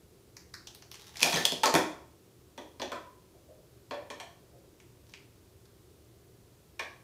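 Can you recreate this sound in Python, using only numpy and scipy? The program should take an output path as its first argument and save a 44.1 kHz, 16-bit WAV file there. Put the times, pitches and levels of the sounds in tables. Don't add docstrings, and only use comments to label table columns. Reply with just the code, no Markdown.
import sys
import numpy as np
from scipy import signal
from scipy.fft import rfft, irfft
from scipy.io import wavfile

SR = 44100
rng = np.random.default_rng(int(sys.argv[2]) if len(sys.argv) > 2 else 0)


def materialize(psi):
    bounded = np.clip(np.atleast_2d(psi).T, -1, 1)
    quanta = np.round(bounded * 32767).astype(np.int16)
    wavfile.write(sys.argv[1], SR, quanta)


N = 310023
CUTOFF_HZ = 15500

# (pitch [Hz], width [Hz], relative level [dB])
STUD_TONES = [(870, 230, -1.5), (1720, 580, -2.5), (2448, 690, -1.5), (3600, 900, 1.5), (5600, 1300, 2.5),
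              (7300, 4600, -3.5), (11400, 10000, -10.5)]


def from_db(db):
    return 10 ** (np.asarray(db, float) / 20)


def add(track, start_s, sound):
    start = max(round(start_s * SR), 0)
    track[start:start + len(sound)] += sound[:len(track[start:])]


def ring(tones, scatter_db=0.0, detune=0.0):
    t = np.arange(SR // 8) / SR
    sound = 0
    for k, (hz, width, db) in enumerate(tones):
        omega = 2 * np.pi * hz * (1 + detune * rng.standard_normal())
        gain = (-1) ** k * from_db(db + scatter_db * rng.standard_normal()) * width
        damping = np.pi * width
        swing = np.cos(omega * t) - damping / omega * np.sin(omega * t)
        sound = sound + gain * np.exp(-damping * t) * swing
    sound[0] /= 2
    return sound / np.linalg.norm(sound)


def resonate(force, tones, scatter_db=0.0, detune=0.0):
    return signal.fftconvolve(force, ring(tones, scatter_db, detune))[:N]


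def chatter(shortest_s=0.00022, longest_s=0.0008, count=4):
    force = signal.unit_impulse(SR // 40)
    for lag_s in rng.uniform(shortest_s, longest_s, size=count):
        loop = np.r_[1, np.zeros(int(lag_s * SR)), 0.5]
        force = signal.lfilter(loop[::-1], loop, force)
    return force


def ventilation(air_db=-61, drone_db=-62.5):
    # (pitch [Hz], relative level [dB])
    air_shape = [(15, -51.5), (25, -24.5), (66, -8), (122, -5.5), (183, -8), (215, -12.5), (240, -13),
                 (349, -8.5), (378, -10), (614, -18), (848, -24), (970, -23), (1900, -29), (4500, -28.5),
                 (15500, -32.5)]
    # (pitch [Hz], width [Hz], relative level [dB])
    drone_tones = [(73, 22, -3), (120.5, 3.3, 4.5), (306, 14, -10), (390, 54, -8)]
    shape_hz, shape_db = np.transpose(air_shape)
    hz = np.maximum(np.fft.rfftfreq(N, 1 / SR), 1)
    colour = from_db(np.interp(np.log(hz), np.log(shape_hz), shape_db))
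    air = irfft(rfft(rng.standard_normal(N)) * colour, N)
    air /= np.sqrt(np.mean(air ** 2))
    drone = resonate(rng.standard_normal(N), drone_tones)
    return from_db(air_db) * air + from_db(drone_db) * drone


def stud_ticks(stud_db=0.5, brick_db=-7.0, brick_sharpness=7.1):
    # (time [s], level [dB], pitch of the held brick [Hz])
    slips = [(0.3652, -26, 5100), (0.5374, -21.5, 5100), (0.6695, -23.5, 5960), (0.7464, -26, 7200),
             (0.8203, -30.5, 4696), (0.9135, -24, 5875), (0.9405, -26, 4030), (0.953, -29, 3988),
             (1.1394, -31, 3280), (1.1548, -23, 3505), (1.1657, -22, 5200), (1.194, -22, 2620),
             (4.7980, -33.5, 2280), (5.1351, -24.5, 2360), (5.6519, -43, 5230)]
    out = np.zeros(N)
    for start_s, db, hz in slips:
        slip = from_db(db) * chatter(shortest_s=0.0002, longest_s=0.0011, count=6)
        slip = signal.lfilter(*signal.butter(2, min(2.4 * hz, CUTOFF_HZ), fs=SR), slip)
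        stud = from_db(stud_db) * resonate(slip, STUD_TONES, scatter_db=3.5, detune=0.12)
        brick = from_db(brick_db) * resonate(slip, [(hz, hz / brick_sharpness, 0)])
        add(out, start_s, in_room(stud + brick, direct_db=2.6, room_db=1.0))
    return out


def catches(strength, per_s, spread_db):
    caught = rng.random(N) < per_s / SR
    force = caught * from_db(spread_db * np.clip(rng.standard_normal(N), -2, 2))
    return resonate(strength * force * rng.choice([-1, 1], N), STUD_TONES)


def joint_creaks():
    # (start [s], length [s], level of one catch [dB])
    presses = [(0.897, 0.211, -33), (5.03, 0.1, -42.5)]
    strength = np.zeros(N)
    for start_s, length_s, db in presses:
        add(strength, start_s, np.full(int(length_s * SR), from_db(db)))
    return catches(strength, per_s=83, spread_db=1.5)


def tower_scrape(topple_s=1.21, hold_s=0.12, peak_db=-23, rise_db_per_s=379, fall_db_per_s=88.5):
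    t = np.arange(N) / SR - topple_s
    db = peak_db + rise_db_per_s * np.minimum(t, 0) - fall_db_per_s * np.maximum(t - hold_s, 0)
    return catches(from_db(db), per_s=390, spread_db=5.5)


def brick_knocks(scatter_db=1.86, detune=0.005, piece_sharpness=17):
    # (time [s], level [dB], lightness [dB per octave], hardness [dB],
    # pitch of its own ring [Hz], that ring above its level [dB])
    hits = [(1.214, -25.5, -5, 9.5, 2580, 14.5), (1.2222, -20, -6.5, 8.5, 5700, 11),
            (1.228, -15.5, 9.5, 14, 2454, 15), (1.2445, -18.5, -2.5, 8.5, 704, 9.5),
            (1.2585, -11, -1, 0, 772, 0), (1.3267, -12.5, 4, -1, 2420, -6), (1.34, -24, 10.5, 1, 6280, 16),
            (1.3497, -21, -7.5, 6.5, 3190, 12), (1.358, -15.5, 3, 5.5, 3880, 4),
            (1.37, -14, -4.5, 1.5, 1774, 8), (1.4516, -18, 3, 14.5, 3363, 20.5),
            (1.519, -19.5, -6.5, 8, 3420, 8), (1.6328, -8.5, 4, 0, 893, 10.5),
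            (1.638, -11.5, 0.5, 4.5, 1290, 7.5), (1.656, -7, -1, 4.5, 1076, 7),
            (1.6648, -11.5, 1, -10, 4440, 4), (1.739, -5, -0.5, -1, 388, 0),
            (1.7507, -1.5, 1.5, -5, 312, -1.5), (2.577, -21, -3.5, -9, 960, -4.5),
            (2.582, -37, -6, -8, 3340, 12.5), (2.797, -21, -3, -0.5, 966, 3.5),
            (2.8162, -14, -2.5, -5, 3370, 0.5), (2.9178, -17, -0.5, -8, 1001, 8),
            (2.925, -25, -0.5, -9, 1317, 7.5), (3.9085, -17.5, 0.5, -4.5, 1020, 0),
            (3.916, -21, -4, -16, 581, 6.5), (3.937, -29, 3, -21, 577, 14),
            (4.1007, -21.5, 3, -3.5, 3380, -2.5), (4.106, -27, -3, 0, 1016, 4.5),
            (4.1987, -24.5, 4.5, -0.5, 3340, 4.5), (4.205, -31, 3, 0, 694, 6),
            (6.7929, -23, 3.5, 2.5, 2370, 10), (6.796, -23, 3, 0.5, 1700, 10),
            (6.798, -25, 1, -8, 1110, 10.5)]
    # (pitch [Hz], width [Hz], relative level [dB])
    low_ring = [(251, 32, -4), (312.4, 6.5, 0), (362.5, 30, -4.5), (487, 100, -7.5)]
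    # (pitch [Hz], width [Hz], relative level [dB])
    hollow_stack = [(553, 130, -6.5), (569, 84, 5.5), (732, 91, 2)]
    large_shell = [(914, 93, -2), (1120, 103, -2), (1180, 210, -5), (1277, 200, -11)]
    side_walls = [(1350, 340, -5), (1523, 297, 0.5), (1780, 120, 4.5), (1970, 350, -3)]
    middle_brick = [(2386, 220, 16.5), (2650, 150, -12.5)]
    small_brick = [(3358, 220, -4.5), (3730, 140, -16.5)]
    edge_tones = [(2214, 340, -10), (2920, 600, -5.5), (4040, 300, -8), (4120, 480, 5), (5300, 700, 2),
                  (5500, 490, 4), (6720, 1800, -2), (7830, 2000, -3.5), (8500, 1100, -15)]
    snap_tones = [(8600, 5400, 0.23), (11700, 2900, 0), (13170, 870, -1)]
    ring_db = [-4.7, -1.44, 0.4, -3.5, -5.5, -7]
    rings = [low_ring, hollow_stack, large_shell, side_walls, middle_brick, small_brick]
    octaves = np.log2([np.mean(tones, axis=0)[0] / 1000 for tones in rings])
    out = np.zeros(N)
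    for start_s, db, lightness, hardness_db, piece_hz, piece_db in hits:
        push_or_pull = rng.choice([-1, 1], len(rings))
        gains = from_db(db + np.array(ring_db) + lightness * octaves) * push_or_pull
        body = sum(gain * ring(tones, scatter_db, detune) for gain, tones in zip(gains, rings))
        edge_db = db + hardness_db
        edge = from_db(edge_db) * ring(edge_tones, scatter_db=3.5, detune=0.025)
        snap = from_db(1.55 * edge_db - 1.5) * ring(snap_tones, scatter_db, detune)
        piece_tone = [(piece_hz, piece_hz / piece_sharpness, 0)]
        piece = from_db(db + piece_db) * resonate(chatter(), piece_tone)
        sound = signal.fftconvolve(chatter(), body + edge + snap) + piece
        covered = 3.8 < start_s < 4.4
        direct_db = 0.04 + 0.21 * hardness_db - 0.5 * covered
        add(out, start_s, in_room(sound, direct_db))
    return out


def floor_thumps(contact_s=0.0025):
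    # (time [s], level [dB])
    landings = [(1.235, -15.5), (1.337, -8.5), (1.365, -14.5), (1.522, -19), (1.739, -4.5)]
    # (pitch [Hz], width [Hz], relative level [dB])
    board_tones = [(89, 30, -8), (119.3, 21, -6), (160, 34, 2.5), (218, 67, -5)]
    force = np.zeros(N)
    push = np.hanning(int(contact_s * SR))
    for start_s, db in landings:
        add(force, start_s, from_db(db) * push / push.sum())
    bass_cut = signal.butter(2, 55, "high", fs=SR, output="sos")
    return signal.sosfilt(bass_cut, resonate(force, board_tones))


def rug_shoves():
    # (start [s], length [s], level [dB])
    shoves = [(3.32, 0.059, -62), (3.474, 0.043, -58), (3.551, 0.085, -71.5), (4.396, 0.055, -67.5),
              (4.523, 0.05, -61)]
    # (pitch [Hz], width [Hz], relative level [dB])
    groan_tones = [(545, 78, 3), (647, 118, 0)]
    strength = np.zeros(N)
    for start_s, length_s, db in shoves:
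        add(strength, start_s, from_db(db) * np.hanning(int(length_s * SR)))
    return resonate(strength * rng.standard_normal(N), groan_tones)


def in_room(sound, direct_db, room_db=0.0, first_echo_s=0.0026):
    # (pitch [Hz], time to fade by 60 dB [s], level [dB])
    bands = [(148.8, 0.49, -1.5), (500, 0.46, 7), (1010, 0.54, -0.5), (1800, .43, 3), (3000, 0.43, 0.5),
             (7177, 0.41, -0.5), (14000, 0.31, -2.5)]
    # (delay [s], level [dB])
    echoes = [(.0075, -10), (0.012, -11), (0.0314, -20), (.0392, -15.5)]
    t = np.arange(int(0.56 * SR)) / SR
    hz = np.fft.rfftfreq(len(t), 1 / SR)
    band_hz = [band[0] for band in bands]
    blur = rfft(rng.standard_normal(len(t)))
    tail = 0
    for (_, fade_s, db), this_band in zip(bands, np.eye(len(bands))):
        share = np.interp(np.log(hz + 1), np.log(band_hz), this_band)
        fade = from_db(-60 * t / fade_s) * (t > first_echo_s)
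        tail = tail + from_db(db) * irfft(blur * share, len(t)) * fade / np.linalg.norm(fade)
    for delay_s, db in echoes:
        add(tail, delay_s, from_db([db]))
    out = from_db(room_db) * signal.oaconvolve(sound, tail)[:N]
    add(out, 0, from_db(direct_db) * sound)
    return out


def scene():
    pile = in_room(joint_creaks() + tower_scrape() + floor_thumps() + rug_shoves(), direct_db=0.0)
    return (ventilation() + stud_ticks() + brick_knocks() + pile)[None]


def record(dry):
    return signal.sosfilt(signal.ellip(10, 0.1, 70, CUTOFF_HZ, fs=SR, output="sos"), dry)


dry = scene()
out = record(dry)
materialize(out)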